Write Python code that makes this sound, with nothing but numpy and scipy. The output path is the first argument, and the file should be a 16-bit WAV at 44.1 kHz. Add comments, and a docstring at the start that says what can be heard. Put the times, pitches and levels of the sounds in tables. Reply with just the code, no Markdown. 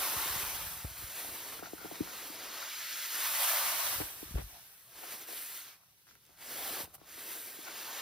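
"""A long roof rake is pushed under deep snow, heard by two close microphone ports from a few metres. Powder and
lumps rush down its plastic sheet and thud to the ground; the tube knocks a few times early, and from 1.6 s
knocks more often and rubs on the eave. The hiss swells to 3.5 s, then the heaviest lumps drop around 4.4 s. A
shorter push at 5 s leads to a lull with light ticks and small knocks of the tube; a rush at 6.5 s ends in sharp
icy snaps, and a last push swells to the end. A faint winter hush lies under all. Hiss and flutter are shaped
noise, thuds sinking sines, knocks ringing chirps."""
import sys
import numpy as np
from scipy import signal
from scipy.fft import rfft, irfft, next_fast_len
from scipy.io import wavfile
from scipy.ndimage import uniform_filter1d, map_coordinates

SR = 44100
rng = np.random.default_rng(int(sys.argv[2]) if len(sys.argv) > 2 else 0)


def transcribe(u):
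    """Save the signal u as a 16-bit wav file named by the first command-line argument.

    u: samples, shape (n,) or (channels, n), limited to [-1, 1]; the rate is SR.
    q: integer samples, one column per channel.
    """
    v = np.clip(np.atleast_2d(u).T, -1, 1)
    q = np.round(v * 32767).astype(np.int16)
    wavfile.write(sys.argv[1], SR, q)


N = 353373
LEFT_RIGHT = np.array([[1], [-1]])  # signs of the two ports


def amp(db):
    """dB to gain."""
    return 10 ** (np.asarray(db) / 20)


def along(points, hz):
    """Interpolate (frequency [Hz], value) points on a log frequency axis."""
    f, v = np.transpose(points)
    return np.interp(np.log(hz + 1), np.log(f + 1), v)


def curves(rows):
    """One value per sample for each column after the time."""
    s, *cols = np.transpose(rows)
    return [np.interp(np.arange(N) / SR, s, c) for c in cols]


def wobble(rate_hz):
    """A random curve of straight lines between rate_hz knots a second."""
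    knots = rng.standard_normal(int(N * rate_hz / SR) + 4)
    return map_coordinates(knots, [np.arange(N) * rate_hz / SR], order=1)


def filtered(x, response):
    """Shape x by a response of frequency, real or complex."""
    m = next_fast_len(N + 8192)
    return irfft(rfft(x, m) * response(np.fft.rfftfreq(m, 1 / SR)), m)[..., :N]


def add(track, s, sound):
    """Mix a short sound in at s seconds."""
    part = track[..., round(s * SR):][..., :sound.shape[-1]]
    part += sound[..., :part.shape[-1]]


def rush(spectrum, grit_db, breadth_db=0):
    """Stereo stream of crystals of unequal size: a common part of rms 1 and a scattered part."""
    # level of the scattered part against the common one: (frequency [Hz], level [dB])
    width = [(60, -2), (250, -8), (700, -5), (1400, -9.5), (2800, -6), (4500, -8.5), (6000, -1),
             (7500, -28), (11000, -5), (12200, -39), (13500, -18), (16000, -3)]
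    # phase by which the left port leads: (frequency [Hz], phase [rad])
    port_lead = [(60, 0), (700, -.1), (5100, -.15), (6050, -1.25), (6900, -2.1), (7600, -2.4), (9000, -1.8),
                 (11300, -.15), (12400, 0), (13100, .3), (15800, 1.85)]
    a, b = rng.standard_normal((2, N)) * amp(grit_db * rng.exponential(size=N))

    def common_response(hz):
        return amp(along(spectrum, hz)) * np.exp(.5j * along(port_lead, hz) * LEFT_RIGHT)

    def scattered_response(hz):
        return amp(along(spectrum, hz) + along(width, hz))

    common = filtered(a, common_response)
    scattered = amp(breadth_db) * filtered(b, scattered_response)
    return (common + [scattered, -scattered]) / np.std(common)


def patches(x, depth_db):
    """Random louder and softer islands in time and frequency."""
    z = signal.stft(x, nperseg=1024)[2]
    field = rng.standard_normal(z.shape[-2:])
    field = uniform_filter1d(field, size=3, axis=0)  # over frequency
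    field = uniform_filter1d(field, size=4, axis=1)  # over time
    return signal.istft(z * amp(depth_db * field / field.std()), nperseg=1024)[1][..., :N]


def bursts(rows, spectrum, rough_db, breadth_db=9.0):
    """Short, rough swells of noise, leaning left; rows are (time [s], length [s], level [dB])."""
    gate = np.zeros(N)
    for s, length, db in rows:
        add(gate, s, amp(db) * np.sqrt(np.hanning(round(length * SR))))
    roughness = amp(rough_db * wobble(150) + 1.2 * LEFT_RIGHT)
    return gate * roughness * rush(spectrum, 1.0, breadth_db)


def winter_hush():
    """A faint, steady bed of patchy noise, strongest in the lows."""
    # spectrum of the hush: (frequency [Hz], relative density [dB per Hz])
    spectrum = [(18, -42), (30, -33), (118, 11), (632, -20), (801, -18), (1250, -14), (2200, -9),
                (3670, -3), (7670, -6.5), (13700, -5), (16000, -5)]
    return amp(-71.0) * patches(rush(spectrum, grit_db=2.5), depth_db=2.5)


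def yard(x):
    """The house wall and trees answer faintly, each frequency dying at its own speed."""
    # decay of the yard: (frequency [Hz], t60 [s])
    decay = [(100, 0.25), (1000, 0.44), (8000, 0.16)]
    hz, t, z = signal.stft(rng.standard_normal((2, SR // 3)), SR, nperseg=256)
    fade = amp(-60 * t / along(decay, hz)[:, None])
    tail = signal.istft(z * fade, SR, nperseg=256)[1]
    delayed = np.pad(x, (600, 0))[None]  # 600 samples, about 14 ms
    return signal.fftconvolve(delayed, tail / np.linalg.norm(tail[0]), axes=1)[:, :N]


def loose_snow():
    """Loose snow landing at four times is a low rumble of noise over a faint trickle."""
    # pours: (start [s], rise [s], hold [s], top level before the wobble [dB])
    pours = [(0, 0.25, 0.66, -63), (1.1, 0.55, 0.42, -66.5), (3.594, 0.31, 0.56, -70),
             (6.2, 0.44, 0.25, -72)]
    # spectrum of the rumble: (frequency [Hz], relative density [dB per Hz])
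    rumble = [(20, -45), (38, -13), (60, -7.5), (100, -8.5), (170, -9.5), (300, -37)]
    trickle_db, rise_db, fade_db_per_s = -83.5, 16, 50
    now = np.arange(N) / SR
    pour = np.full(N, amp(trickle_db))
    for s, rise, hold, db in pours:
        below_top_db = rise_db * np.clip(1 - (now - s) / rise, 0, 1)
        faded_db = fade_db_per_s * np.clip(now - s - rise - hold, 0, None)
        pour += (now >= s) * amp(db - below_top_db - faded_db)
    return pour * amp(3 * wobble(14)) * rush(rumble, grit_db=0, breadth_db=-5)


def thuds():
    """Lumps, and one thump of the pole at 2.012 s: soft pushes whose pitch sinks, for lumps as the snow packs."""
    # thuds: (time [s], peak level before the port filter [dB], t60 [s], settled pitch [Hz],
    #         first pitch above that [share of it])
    pushes = [(0.004, -52, .12, 52, 0.8), (0.165, -41.5, .12, 46, 3.3), (.232, -55, .1, 48, 1),
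              (0.304, -46, .16, 53.7, 0.99), (.36, -43, 0.045, 70, 2), (.382, -48, .1, 50, .5),
              (0.432, -42.5, 0.09, 58, 1.1), (.47, -46, 0.14, 48, .5), (0.535, -50, .15, 52, 1),
              (.585, -50, .12, 66, .5), (0.635, -50, .12, 52, .8), (.67, -49, 0.13, 68, .4),
              (0.723, -53, .11, 56, 0.91), (0.769, -50, .11, 60, 1.2), (0.846, -32.5, .13, 53.7, 2.2),
              (0.912, -47, .1, 58, 1.5), (0.99, -52, 0.11, 62, .8), (1.023, -50, .08, 60, 2),
              (1.039, -41, 0.1, 54, .68), (1.25, -56, .1, 62, 1.2), (1.283, -56, 0.072, 66, 1),
              (1.322, -52, .07, 58, 1.4), (2.012, -36, 0.042, 54, 2.7), (3.675, -59, .099, 54, 1.7),
              (3.849, -56, .1, 58, 1.7), (3.91, -54, .08, 62, 1), (3.958, -47, .06, 60, 1),
              (3.984, -43, 0.1, 58, 1.4), (4.006, -37, .06, 66, 2.5), (4.033, -44, .099, 56, 1.2),
              (4.159, -59.5, .08, 60, .8), (4.215, -57, .1, 54, .5), (4.258, -49, .1, 54, .8),
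              (4.292, -51, .05, 58, 1.7), (4.309, -44, .05, 60, 3.2), (4.317, -41, 0.14, 60, 0.56),
              (4.343, -34.5, .06, 54, 2.5), (4.354, -23, 0.16, 54, 0.5), (4.384, -36, .04, 62, 1.3),
              (4.393, -41, .05, 66, 2.1), (4.404, -38, 0.037, 58, 1.1), (4.423, -40, 0.11, 58, .66),
              (4.441, -38, .09, 54, .2), (4.463, -45, .09, 56, .2), (4.53, -57, .1, 56, .5),
              (6.835, -49, 0.09, 60, 2.5)]
    track, t = np.zeros(N), np.arange(SR // 4) / SR
    sink_s, attack_s = .006, .0013
    for s, db, t60, settled_hz, sharp in pushes:
        turns = settled_hz * (t + sharp * sink_s * (1 - np.exp(-t / sink_s)))
        envelope = amp(-60 * t / t60) * (1 - np.exp(-t / attack_s))
        push = envelope * np.sin(2 * np.pi * turns)
        add(track, s, amp(db) * push / np.abs(push).max())

    def at_ports(hz):
        low_cut = hz ** 2 / (hz ** 2 + 24 ** 2)
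        lead = np.exp(.0015j * hz * LEFT_RIGHT)  # left is earlier by about half a millisecond
        return amp(.7 * LEFT_RIGHT) * low_cut * lead

    return filtered(track, at_ports)


def crunches():
    """Crunches and scuffs of snow, some as lumps strike: short bursts of rough noise."""
    # crunches and scuffs: (time [s], length [s], level [dB])
    grinds = [(.842, 0.019, -57), (4, 0.029, -41.5), (4.34, 0.095, -52.5), (4.368, 0.023, -58),
              (5.02, 0.042, -53), (5.28, 0.072, -60), (6.795, 0.033, -58)]
    # spectrum of the bursts: (frequency [Hz], relative density [dB per Hz])
    spectrum = [(150, -38), (350, 2), (800, 1), (1800, -4.5), (4000, -11.5), (7000, -49)]
    return bursts(grinds, spectrum, rough_db=3.5)


def sharp_ticks():
    """Sharp ticks: bits of ice snapping on the sheet, and near 6.1 s light ticks of the tube in the lull. Each
    is noise that dies in 4 ms, thinned in the lows."""
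    # ticks: (time [s], level before a 2 dB trim and the low cut [dB])
    snaps = [(6.068, -54), (6.073, -56), (6.079, -50), (6.087, -53), (6.11, -51), (6.153, -50),
             (6.253, -48), (6.2654, -47), (6.843, -31), (6.8494, -40), (6.8564, -35), (6.944, -39),
             (6.9524, -38), (7.002, -50), (7.0334, -52)]
    track, t = np.zeros(N), np.arange(SR // 50) / SR
    for s, db in snaps:
        add(track, s, amp(db - 2 - 60 * t / .004) * rng.standard_normal(len(t)))
    return filtered(track, lambda hz: hz / (hz + 900))


def eave_rubs():
    """Uneven slips on the eave excite the pipe tones of the tube."""
    # rubs: (time [s], length [s], lower tone level [dB], upper tones level [dB])
    slips = [(1.63, .065, -56, -55), (1.773, 0.13, -61, -55), (2.079, 0.036, -62, -57),
             (2.612, 0.03, -56, -51), (4.51, 0.1, -61, -80), (7.653, 0.053, -55, -50.5)]
    # spectra of the lower tone and the upper tones: (frequency [Hz], relative density [dB per Hz])
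    low_tone = [(420, -26), (620, -6), (760, 1), (950, -8), (1250, -30)]
    high_tones = [(1050, -28), (1420, 2), (1750, -14), (2100, -10), (3000, -24)]
    low_rows = [(s, length, low_db) for s, length, low_db, _ in slips]
    high_rows = [(s, length, high_db) for s, length, _, high_db in slips]
    low = bursts(low_rows, low_tone, rough_db=2.5, breadth_db=0)
    return low + bursts(high_rows, high_tones, rough_db=2.5)


def tube_knocks():
    """Bending waves run along the tube, high ones first: each knock is a falling chirp that wakes the modes."""
    # knocks of the joints: (time [s], peak level of the two ports' mean before the left lean [dB],
    #                        most excited pitch [Hz], narrowness, at least 2 in use [dB per squared octave])
    knocks = [(0.846, -44, 480, 15), (1.022, -52, 380, 12), (1.245, -41, 750, 25), (1.591, -42, 1350, 30),
              (1.593, -47, 330, 3), (1.624, -37.5, 640, 15), (1.628, -44, 240, 16), (1.632, -39, 1400, 45),
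              (1.639, -43, 1350, 45), (1.658, -42, 1390, 35), (1.732, -36, 403, 8), (1.781, -46, 1400, 45),
              (1.812, -48, 480, 8), (1.832, -50, 1480, 45), (1.845, -39.5, 400, 23), (1.854, -38, 420, 3),
              (1.912, -36.5, 640, 18), (1.919, -41, 260, 14), (1.956, -44.5, 1560, 1.5),
              (2.005, -25, 284, 26), (2.073, -40.5, 1390, 11), (2.299, -45, 288, 34), (2.617, -43, 1470, 7),
              (4.001, -34, 357, 0), (4.011, -36, 320, 16), (4.016, -44, 1400, 11), (4.227, -39, 307, 10),
              (4.356, -39, 480, 20), (4.379, -40, 440, 17), (5.038, -61, 560, 21), (5.052, -54, 656, 21),
              (5.287, -44.5, 620, 24), (5.3, -51, 504, 20), (5.316, -49, 524, 23), (5.33, -45, 625, 28),
              (5.833, -59, 1160, 45), (6.068, -59, 1500, 10), (6.077, -58, 1610, 18),
              (6.087, -56, 1600, 20), (6.09, -71, 380, 25), (6.115, -75, 400, 25), (6.16, -69, 400, 20),
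              (6.3, -65, 300, 25), (6.11, -54, 1520, 20), (6.153, -56, 1550, 12), (6.291, -60, 650, 9),
              (6.304, -61, 950, 14), (6.8, -40, 635, 15), (6.874, -52.5, 624, 4), (6.981, -58, 947, 8),
              (7.014, -52, 360, -0.5), (7.178, -50, 328, 1), (7.587, -46, 322, 12)]
    # ringing modes of the tube: (frequency [Hz], width [Hz], level against the bare knock [dB])
    tube_modes = [(176, 18, 3.5), (308, 42, 10), (398, 120, 4.5), (703, 61, 7.5), (1370, 48, 8)]
    track, size = np.zeros((2, N)), 8192
    early = .02  # s of room ahead of each knock
    hz = np.fft.rfftfreq(size, 1 / SR) + 1
    ringing = 1 + sum(amp(db) * 1j * hz * w / (c * c - hz * hz + 1j * hz * w) for c, w, db in tube_modes)
    lead = np.exp(.72j * LEFT_RIGHT)  # the tube stands to the left
    lean = amp(3 * LEFT_RIGHT / 2)  # left 3 dB above right
    for s, db, pitch_hz, narrow_db in knocks:
        octaves = np.log2(hz / pitch_hz)
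        slope = np.where(octaves < 0, .55, 1.2)  # fuller below its pitch
        contact = amp(-max(narrow_db, 2) * slope * octaves ** 2)
        # turns of lag: the delay falls as 1 / sqrt(Hz)
        travel = 0.13 * (2 * np.sqrt(hz) - hz / np.sqrt(4.5 * pitch_hz))
        lag = np.exp(-2j * np.pi * (travel + early * hz))
        knock = irfft(contact * ringing * lead * lag, size)
        add(track, s - early, amp(db) * lean * knock / np.abs(knock.mean(axis=0)).max())
    return track


def snow_slide():
    """Crystals hiss over the plastic in uneven clumps and set the sheet fluttering."""
    # snow on the sheet, one table per push or pause: (time [s], hiss level [dB], fine powder above the hiss [dB])
    pushes = [
        [(0, -40.5, 4), (.18, -40, 3), (.33, -40, 2.5), (.5, -44, 3.5), (.7, -48.5, 5.5), (.95, -53, 3),
         (.992, -49.5, 4), (1.14, -49.5, 3), (1.19, -45.5, 3.5), (1.26, -49, 4.5), (1.33, -49.5, 4.5),
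         (1.4, -48, 2.5), (1.45, -49.5, 3.5), (1.542, -49, 2), (1.6, -54, 2)],
        [(1.62, -56.5, 3), (1.66, -52.5, -2), (1.718, -57.5, 3.5), (1.76, -56.5, 4), (1.81, -55, 2),
         (1.94, -53, 0.5), (2.13, -49, -0.5), (2.294, -50, 2.5), (2.4, -49, -1.5)],
        [(2.45, -47.5, -2), (2.892, -43, -2.5), (3.122, -41.5, 1), (3.16, -39.5, 1), (3.36, -38, 4),
         (3.49, -36, 4.5), (3.634, -37, 3), (3.95, -41.5, 5), (4.13, -55, 7)],
        [(4.34, -57, 4.5), (4.47, -60.5, 5.5), (4.55, -59, 3.5), (4.65, -63, 6), (4.782, -66, 7),
         (4.9, -65, 5.5)],
        [(4.98, -53.5, 2), (5.02, -54.5, 3.5), (5.1, -50, 1.5), (5.125, -46.5, 2.5), (5.176, -53, 3.5),
         (5.222, -49.5, 1.5), (5.262, -57.5, 2), (5.285, -51, 4.5), (5.38, -48.5, 5.5), (5.43, -51, 7),
         (5.59, -50.5, 4.5), (5.708, -56.5, -0.5)],
        [(5.8, -75, 5), (6.05, -76.5, 7), (6.1, -67, -1), (6.2, -74.5, 6), (6.28, -69, 1), (6.36, -68.5, 1)],
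        [(6.418, -54, 2.5), (6.53, -47.5, 3), (6.69, -44, 3.5), (6.78, -45.5, 2.5), (6.81, -44.5, 4),
         (6.848, -55.5, 6), (6.875, -68.5, 4)],
        [(6.924, -69.5, 5), (6.934, -69, 6), (6.945, -60, 10), (6.955, -64, 11), (6.975, -77, 8)],
        [(7.02, -70.5, -1), (7.074, -59, 0), (7.132, -53.5, 2.5), (7.33, -48.5, 4.5), (7.438, -53, 5.5),
         (7.63, -52.5, 2), (7.686, -48.5, -3), (7.776, -47, -0.5), (8.01, -43.5, -2.5)],
    ]
    # how the load drums the sheet: (time [s], taut flutter above the hiss [dB], slack flap above the hiss [dB],
    #                                breadth of the stream [dB])
    drumming = [(0, -3.5, -14.5, 0), (.35, -5, -15, -2), (.7, -4, -15.5, 1.5), (.9, -8.5, -16, -9),
                (1.1, -9.5, -18, -14), (1.25, -8.5, -8, -3.5), (2.55, -7.5, -10.5, -8.5),
                (2.64, -7.5, -21, -6), (2.72, -14, -25, -7), (2.8, -17, -26, -7), (2.95, -18, -26, -7),
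                (3.1, -15, -25, -9), (3.24, -7.5, -23.5, -9), (3.4, -6, -29.5, -1), (3.55, -5, -29.5, -1.5),
                (3.85, -5, -26, 3), (4, -6.5, -11.5, 5), (4.75, -9.5, -16, 5.5), (5.03, -7, -10, -7),
                (5.4, -13, -15.5, -9), (5.65, -13.5, -20.5, -3), (5.8, 0, -13, 7), (6.0, -9.5, -8, 9),
                (6.22, -7, -8, 5), (6.35, -6.5, -13, -1), (6.5, -10, -10.5, -9), (6.8, -7.5, -7, -7),
                (7, 0.5, -3.5, 8), (7.12, -12.5, -11.5, -27), (7.6, -10, -9, -12), (8.01, -7.5, -16, -16)]
    # how deep the flutter reaches: (time [s], lower part against upper part before the low trim [dB])
    flutter_depth = [(0, -2.5), (.7, -3), (1.2, 0.5), (2.6, 0.5), (2.7, -5), (2.9, -2), (3.1, -3),
                     (3.2, -6), (3.3, -7), (3.4, -1), (3.9, -2.5), (4.5, 0.5), (5.2, -1), (5.85, -1.5),
                     (5.92, 1), (6.24, -10), (6.3, 3.5), (7, 2.5), (8.01, -0.5)]
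    # spectra of the five layers: (frequency [Hz], relative density [dB per Hz])
    hiss_spectrum = [(800, -36), (1120, -20), (1260, -4), (1600, -0.5), (2700, -2), (4000, -1.5),
                     (5500, -3.5), (6300, -2.5), (7300, -3), (9000, -57)]
    powder_spectrum = [(6000, -73), (7500, 4.5), (9000, 2.5), (10500, 4), (13000, 3.5), (15000, 9),
                       (16000, -11)]
    flutter_spectrum = [(650, -33), (880, 0), (1150, 0.5), (1500, -6.5), (2300, -23)]
    low_flutter_spectrum = [(400, -36.5), (540, -3.5), (780, 0), (1000, -26.5)]
    flap_spectrum = [(120, -16), (220, -6), (320, 0), (520, -1.5), (750, -23.5)]
    low_trim_db = -3.5
    hiss_db, powder_db = curves(np.concatenate(pushes))
    flutter_db, flap_db, breadth_db = curves(drumming)
    depth_db, = curves(flutter_depth)
    clumps_db = 0.14 * wobble(14) + 0.73 * wobble(45)
    lean = amp(2 * LEFT_RIGHT / 2)  # low drumming: left 2 dB above right

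    hiss = patches(rush(hiss_spectrum, 0.29, breadth_db), depth_db=1.89)
    powder = patches(rush(powder_spectrum, grit_db=0.0), depth_db=1.06)
    powder = amp(powder_db + 0.27 * wobble(22)) * powder
    flutter = patches(rush(flutter_spectrum, 2.04, breadth_db=-1.5), depth_db=1.5)
    flutter = amp(flutter_db + 0.15 * wobble(30)) * flutter
    low_flutter = patches(rush(low_flutter_spectrum, 1.96, breadth_db=-2), depth_db=2.0)
    low_flutter = amp(flutter_db + depth_db + low_trim_db + 0.38 * wobble(26)) * lean * low_flutter
    flap = rush(flap_spectrum, 2.06, breadth_db=-1.5)
    flap = amp(flap_db + 1.4 * wobble(21)) * lean * flap
    return amp(hiss_db + clumps_db) * (hiss + powder + flutter + low_flutter + flap)


def scene():
    """All sources at the two ports; the yard answers the knocks and ticks."""
    hits = tube_knocks() + sharp_ticks()
    background = winter_hush() + amp(-19) * yard(hits.mean(axis=0))
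    low_hits = loose_snow() + thuds() + crunches()
    return background + low_hits + hits + eave_rubs() + snow_slide()


def record(dry):
    """Nothing is kept above the 15.8 kHz band limit."""
    return filtered(dry, lambda hz: hz < 15800)


dry = scene()
out = record(dry)
transcribe(out)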